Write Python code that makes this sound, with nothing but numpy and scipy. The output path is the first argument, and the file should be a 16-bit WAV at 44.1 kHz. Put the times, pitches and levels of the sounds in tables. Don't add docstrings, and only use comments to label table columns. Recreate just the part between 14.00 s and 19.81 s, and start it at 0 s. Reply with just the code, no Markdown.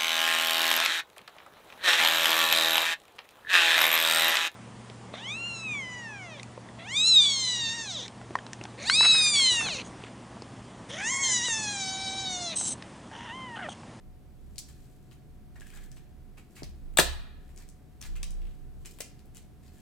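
import sys
import numpy as np
from scipy import signal
from scipy.fft import rfft, irfft, next_fast_len
from scipy.io import wavfile
from scipy.ndimage import map_coordinates

SR = 44100
rng = np.random.default_rng(int(sys.argv[2]) if len(sys.argv) > 2 else 0)


def pcm_store(signal):
    levels = np.round(np.clip(np.atleast_2d(signal), -1, 1) * 32767)
    wavfile.write(sys.argv[1], SR, levels.astype(np.int16).T)


def gain_from_db(level_db):
    decades = np.asarray(level_db, float) / 20
    return 10 ** decades


N = 256220
T = np.arange(N) / SR


def unit(x):
    return x / np.sqrt(np.mean(x ** 2) + 1e-20)


def along(points, hz):
    f, v = np.transpose(points)
    return np.interp(np.log(hz + 1), np.log(f + 1), v)


def filtered(x, response):
    n = x.shape[-1]
    m = next_fast_len(n + 4096)
    return irfft(rfft(x, m) * response(np.fft.rfftfreq(m, 1 / SR)), m)[..., :n]


def modes(table):
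    def response(f):
        total = 0
        for k, (hz, width, db) in enumerate(table):
            damping = 1j * f * width
            total = total + (-1) ** k * gain_from_db(db) * damping / (hz * hz - f * f + damping)
        return total
    return response


def wobble(rate):
    return map_coordinates(rng.standard_normal(int(N * rate / SR) + 4), [T * rate])


def pair(gain, alike):
    def mid_side(hz):
        turn = np.arccos(np.clip(along(alike, hz), -1, 1)) / 2
        return gain(hz) * np.array([np.cos(turn), np.sin(turn)])
    mid, side = filtered(rng.standard_normal((2, N)), mid_side)
    return unit(np.array([mid + side, mid - side]))


def sides(pan_db):
    return gain_from_db([[pan_db / 2], [-pan_db / 2]])


def swell(s, hold_s, rise_s, fall_s, loss_db):
    before = np.clip(s - T, 0, None) / max(rise_s, .005)
    after = np.clip(T - s - hold_s, 0, None) / max(fall_s, .005)
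    return gain_from_db(-loss_db * (before + after))


# band_hz, density_db (per Hz)
AIR_SPECTRUM = [(24, -31), (40, -8.5), (75, -11.5), (96, -14), (200, -12.5), (366, -19), (437, -22),
                (483, -28), (637, -28), (741, -32), (1080, -36), (1580, -38), (7130, -48.5), (14800, -48),
                (16400, -58)]
# band_hz, coherence (0 to 1)
AIR_COHERENCE = [(60, 0.97), (300, 0.47), (1400, 0.75), (3100, 0.11), (6800, 0.62), (9000, 0.92),
                 (15000, 0.33)]
# mode_hz, width_hz, level_db
ROOM_MODES = [(68.7, 3.7, 0), (125.5, 11, -3.5), (152, 2.9, -2.5), (208.4, 3.4, -12)]
# pitch_hz, rms_db
MOTOR_TONES = [(733, -75)]


def air():
    hiss_gain = gain_from_db(-56.5 + 0.38 * wobble(0.8))
    hiss = hiss_gain * pair(lambda hz: gain_from_db(along(AIR_SPECTRUM, hz)), AIR_COHERENCE)
    rumble = gain_from_db(-57) * pair(modes(ROOM_MODES), [(100, 0.79)])
    whine = 0
    for hz, db in MOTOR_TONES:
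        level = gain_from_db(db + 3 + .8 * wobble(6.7))
        phase = 2 * np.pi * np.cumsum(hz + 1.4 * wobble(4.4)) / SR
        whine = whine + level * np.sin(phase)
    return hiss + rumble + whine


# start_s, lean_s, sway_db, drone_db
NUDGES = [(.08, .01, -50.5, -55), (.4, 0.14, -59, -53.5), (.8, .02, -53, -56), (1.3, 0.2, -56, -57.5),
          (1.58, 0.021, -53, -47), (1.78, 0.17, -51, -54), (2.12, 0.015, -62, -45.5),
          (2.24, 0.022, -57, -60), (2.66, 0.033, -48, -40), (2.839, .06, -43, -48),
          (3.02, 0.16, -41.5, -32.5), (3.368, .02, -52, -61), (3.55, 0.113, -50.5, -46.5),
          (4.1, 0.029, -35.5, -44.5), (4.22, 0.23, -36.5, -50.5), (4.62, 0.22, -48.5, -52),
          (5.28, 0.017, -59.5, -68), (5.43, 0.024, -64, -52), (5.7, 0.022, -67, -66)]


def table():
    rise_s, sway_t60_s, drone_t60_s = 0.22, .7, 0.33
    rocking, droning = gain_from_db(-57.5), gain_from_db(-64.5)
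    for s, lean_s, sway_db, drone_db in NUDGES:
        rocking = rocking + gain_from_db(sway_db) * swell(s, lean_s, rise_s, sway_t60_s, 60)
        droning = droning + gain_from_db(drone_db) * swell(s, lean_s, rise_s, drone_t60_s, 60)
    capsule_phase = np.array([[0], [1.9]])
    rock = np.sin(2 * np.pi * np.cumsum(27.5 + 1.5 * wobble(6)) / SR + capsule_phase)
    loose = pair(modes([(27, 1.6, 0)]), [(30, 0.092)])
    shake = unit(rock + .3 * loose)
    drone = pair(lambda hz: modes([(65, 14, 0)])(hz) ** 2, [(60, 0.16)])
    return rocking * shake * sides(-2.4) + droning * gain_from_db(-4.5) * drone


# fastest_s, speed_up_s, slow_down_s, film_hiss_db, slot_db
STROKES = [(.716, .2, 0.23, -67, -76), (1.1, 0.29, .3, -81, -93.5), (1.62, 0.017, .1, -71, -63.5),
           (1.75, 0.083, 0.19, -62.5, -61), (2.57, .06, 0.25, -67.5, -75.5), (3.499, .08, 0.25, -75, -76),
           (4.189, 0.14, 0.28, -70, -72.5), (4.55, 0.076, 0.044, -75.5, -89),
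           (4.914, 0.06, 0.061, -61.5, -75.5), (5.1, 0.082, 0.66, -81.5, -84),
           (5.45, .1, 0.027, -76, -93.5), (5.8, 0.09, 0.088, -66, -70)]
# band_hz, density_db (per Hz)
FILM = [(1500, -33.5), (2500, -7), (4300, -1.5), (5800, -4.5), (7800, 1.5), (10500, -7), (14000, -6),
        (16400, -14)]
# mode_hz, width_hz, level_db
SLOT = [(1700, 200, 0), (2500, 350, -6), (3200, 350, -8)]


def slides():
    speed = np.array([swell(s, 0, up_s, down_s, 10) for s, up_s, down_s, _, _ in STROKES])
    hiss, hollow = gain_from_db(np.transpose(STROKES)[3:]) @ speed
    grain = unit(gain_from_db(3 * wobble(300) + 2 * wobble(40)))
    film = pair(lambda hz: gain_from_db(along(FILM, hz)), [(3000, 0.23), (12000, 0.94)])
    slot = unit(gain_from_db(2.5 * wobble(70))) * pair(modes(SLOT), [(2000, .75)])
    return sides(3) * (hiss * grain * film + hollow * slot)


# mode_hz, width_hz, level_db
SNAP_RINGS = [(7900, 1200, -8), (11500, 3000, -13), (14300, 2500, -9)]


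def snaps(table, body, spread, apart, pan_db, crinkle_ms):
    out, t = np.zeros((3, N + SR)), np.arange(SR // 20) / SR
    pan = np.array([[pan_db / 2], [-pan_db / 2], [0]])
    release = t == 0
    for s, db, hz, body_db in table:
        noise = rng.standard_normal((3, len(t)))
        crinkle = (noise[0] + apart * noise[1:]) * np.exp(-1000 * t / crinkle_ms)
        burst = 1.4 * crinkle + 0.54 * release
        burst = np.vstack([burst, release * np.linalg.norm(burst[0])])
        bright = modes([(hz, spread * hz, 0)])
        film = filtered(burst, lambda f: bright(f) ** 2 + modes(SNAP_RINGS)(f))
        whole = burst[:2].mean(0)
        stiff = filtered(np.array([whole, whole, burst[2]]), modes(body))
        film = film / np.abs(film[:2]).max()
        stiff = stiff / np.abs(stiff[:2]).max()
        out[:, round(s * SR):][:, :len(t)] += gain_from_db(db + pan) * (film + gain_from_db(body_db) * stiff)
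    return out[:2, :N], out[2, :N]


# start_s, peak_db, bright_hz, card_body_db
BUCKLES = [(.558, -47, 4780, -18), (.5815, -25, 5400, -26), (0.5824, -30.5, 7100, -37),
           (.5885, -28.5, 6500, -25), (1.916, -44, 6200, -18), (2.508, -54.5, 7700, -18),
           (3.68, -56, 7470, -12), (4.23, -27, 5970, -33), (4.2312, -36.5, 3080, -2),
           (4.418, -58.5, 2710, 2), (4.454, -53.5, 2690, -16), (4.47, -55, 2018, 1),
           (4.51, -59.5, 1980, 0.5), (4.987, -41, 10300, -0.5), (5.0046, -27.5, 7970, -6.5),
           (5.0075, -28, 5410, -6.5), (5.257, -53.5, 10940, -14.5)]
# mode_hz, width_hz, level_db
CARD = [(1590, 1400, 0), (1800, 730, 3.5), (2810, 1100, -2.5)]


def buckles():
    return snaps(BUCKLES, CARD, spread=1.0, apart=0.61, pan_db=7.5, crinkle_ms=2.1)


# start_s, length_s, film_db, hollow_db, hollow_hz
SCRAPES = [(0.683, 0.017, -60.5, -65.5, 1730), (1.112, 0.014, -60, -63, 2740),
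           (1.556, 0.0038, -66, -53, 1800), (1.733, .045, -61, -60.5, 1750), (2.37, 0.023, -62, -61, 2370),
           (2.551, 0.048, -60, -59, 2500), (3.568, 0.058, -64, -67, 2260), (4.009, 0.055, -56, -60, 2120),
           (4.155, 0.015, -56.5, -56, 2570), (4.848, 0.0136, -53.5, -57.5, 2600),
           (5.35, 0.012, -60.5, -70, 2400), (5.374, .012, -80, -61.5, 3840), (1.96, 0.02, -64, -71.5, 2000),
           (0.762, 0.11, -75, -106, 3500), (5.626, 0.054, -68.5, -75, 1950)]


def scrapes():
    out = np.zeros((2, N))
    film = pair(lambda hz: gain_from_db(along(FILM, hz)), [(3000, .7), (12000, .5)]) * unit(gain_from_db(4 * wobble(250)))
    rub = pair(np.ones_like, [(2000, .75)]) * unit(gain_from_db(4 * wobble(150)))
    for s, length, film_db, hollow_db, hz in SCRAPES:
        span = slice(round(s * SR), round((s + length + 0.038) * SR))
        t = T[span] - s
        stroke = np.clip(t / 0.0034, 0, 1) * np.exp(-np.clip(t - length, 0, 1) / 0.007)
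        cavity = modes([(hz, .3 * hz, 0), (.45 * hz, .25 * hz, -5)])
        hollow = unit(filtered(rub[:, span], cavity))
        out[:, span] += stroke * (gain_from_db(film_db) * film[:, span] + gain_from_db(hollow_db) * hollow)
    return out * sides(1.5)


# start_s, peak_db, bright_hz, card_body_db
SLEEVE_SNAPS = [(0.6884, -49, 9150, -3), (1.1127, -52, 3600, -10), (1.5564, -62, 3910, -7),
                (1.5994, -44.5, 5510, -25), (1.6087, -43.5, 7500, 1.5), (1.6697, -44.5, 7310, -4),
                (1.703, -51, 6940, 5), (1.9696, -57, 7200, 9), (2.4486, -61, 7870, -4),
                (2.6328, -33, 4700, -6.5), (2.9387, -58, 7600, 1), (3.492, -55.5, 7910, 2.5),
                (3.5622, -45, 6760, -19), (3.5766, -38, 6840, -43), (3.689, -41.5, 7310, -47),
                (4.0148, -31.5, 5915, -11), (4.026, -37.5, 3730, -1.5), (4.155, -58, 7300, 13),
                (4.3069, -37.5, 7270, -33), (4.8584, -34, 7200, -8), (5.1927, -52, 4980, -4),
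                (5.3479, -43, 8570, -11), (5.3697, -36, 7320, -7.5), (5.6815, -59, 4790, 1),
                (5.7838, -50.5, 8640, -23)]


def sleeve_snaps():
    return snaps(SLEEVE_SNAPS, CARD, spread=0.88, apart=0.09, pan_db=8.5, crinkle_ms=0.75)


# start_s, level_db, pitch_hz, t60_s, boom_db
KNOCKS = [(1.562, -54, 1800, 0.036, -75), (1.618, -44, 1680, 0.029, -76), (2.622, -29, 350, 0.02, -59),
          (2.622, -44.5, 597, 0.029, -70.5), (2.632, -36.5, 154, 0.11, -56.5),
          (2.974, -25.5, 633, 0.017, -48.5), (2.987, -20, 518.6, 0.03, -60.5),
          (2.9865, -7.5, 1729, 0.021, -70.5), (2.988, -12.5, 1440, .022, -69.5),
          (4.232, -52.5, 1173, 0.073, -78.5), (2.989, -8, 655, 0.013, -41), (2.991, -27, 170.9, 0.12, -50),
          (2.992, -13.5, 371, 0.04, -44.5), (3.503, -74, 338.6, 0.034, -43),
          (5.0038, -37.5, 580, 0.019, -66), (5.0054, -34.5, 476, 0.024, -68),
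          (5.008, -43, 385, 0.014, -59.5)]


def knocks():
    out, t = np.zeros((2, N + SR)), np.arange(SR // 2) / SR
    for s, db, hz, t60, boom_db in KNOCKS:
        phase = min(.6, 330 / hz) * np.array([[1], [-1]])
        panel_gain = gain_from_db(db - 60 * t / t60) * (1 - np.exp(-t / 0.0002))
        panel = panel_gain * np.sin(2 * np.pi * hz * t + phase)
        boom_gain = gain_from_db(boom_db - 60 * t / 0.43) * (1 - np.exp(-t / 0.13))
        boom = boom_gain * np.sin(2 * np.pi * 64 * t)
        out[:, round(s * SR):][:, :len(t)] += panel + boom
    return out[:, :N] * sides(0.67)


# start_s, peak_db, bright_hz, holder_body_db
SLAP = [
    (2.9718, -9.5, 7500, -7.5),
    (2.9743, -9, 3700, -12),
    (2.982, -24.5, 5000, -4.5),
    (2.9858, -8, 8330, -4),
    (2.9882, -8, 8030, -3),
    (2.9915, -16, 4000, 0.5),
    (2.9953, -10, 6800, -8.5),
    (2.9983, -9.5, 4200, -9),
    (3.0023, -11.5, 5595, -5),
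]
# mode_hz, width_hz, level_db
HOLDER = [(900, 680, -6), (1377, 580, -3), (1750, 310, -7), (2500, 350, -5), (3700, 720, -8)]


def slap():
    return snaps(SLAP, HOLDER, spread=0.38, apart=0.51, pan_db=4.0, crinkle_ms=1.1)


def tail(decays, rise_s):
    hz, t, z = signal.stft(rng.standard_normal((2, SR // 2)), SR, nperseg=128)
    decay = gain_from_db(-60 * t / along(decays, hz)[:, None])
    x = signal.istft(z * decay, SR, nperseg=128)[1][:, :SR // 2]
    x = (x + 0.16 * x[::-1]) * (1 - np.exp(-T[:SR // 2] / rise_s))
    return x / np.linalg.norm(x[0])


# delay_ms, level_db
REFLECTIONS = [(6.5, -16.5), (16, -23.5)]
# band_hz, t60_s
WALL_DECAY = [(500, 0.035), (10000, 0.02)]
# band_hz, t60_s
ROOM_DECAY = [(100, 0.26), (500, 0.3), (2000, 0.3), (4500, 0.34), (6000, .3), (8500, 0.22), (12000, 0.19)]
# band_hz, t60_s
FAR_DECAY = [(300, 0.35), (1200, 0.85), (4000, .7), (7000, 0.41)]


def room(near, blows, wall_db, wet_db, far_db):
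    early = 0
    for k, (ms, db) in enumerate(REFLECTIONS):
        bounced = near[::(-1) ** k]
        early = early + gain_from_db(db) * np.roll(bounced, round(ms * SR / 1000), axis=1)
    late, step = np.zeros((2, N + SR)), 2 * SR // 5
    for a in range(0, N, step):
        echo = np.roll(tail(WALL_DECAY, .0008), round(.0092 * SR), axis=1)
        answer = gain_from_db(wall_db) * echo + gain_from_db(wet_db) * tail(ROOM_DECAY, 0.002)
        answer = answer + gain_from_db(far_db) * tail(FAR_DECAY, 0.061)
        wet = signal.fftconvolve(blows[None, a:a + step], answer, axes=1)
        late[:, a:a + wet.shape[1]] += wet
    return early + late[:, :N]


def hands_lag(hz):
    return np.exp(1j * np.pi * hz * 22e-6 * np.array([[1], [-1]]))


def scene():
    buckle, buckle_blows = buckles()
    sheet, sheet_blows = sleeve_snaps()
    slapped, slap_blows = slap()
    thuds, rubs = knocks(), scrapes()
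    near = filtered(sheet + buckle + slapped + thuds + rubs, hands_lag)
    blows = sheet_blows + buckle_blows + gain_from_db(-2.0) * slap_blows
    blows = blows + (gain_from_db(-4.5) * thuds + rubs).mean(0)
    answer = room(near, blows, wall_db=-6.5, wet_db=-2.0, far_db=-17.5)
    return near + answer + slides() + table() + air()


def top_cut(x):
    return signal.sosfilt(signal.butter(12, 16500, fs=SR, output="sos"), x)


def record(dry):
    mix = filtered(dry, lambda hz: hz < 16500)
    return top_cut(mix)


dry = scene()
out = record(dry)
pcm_store(out)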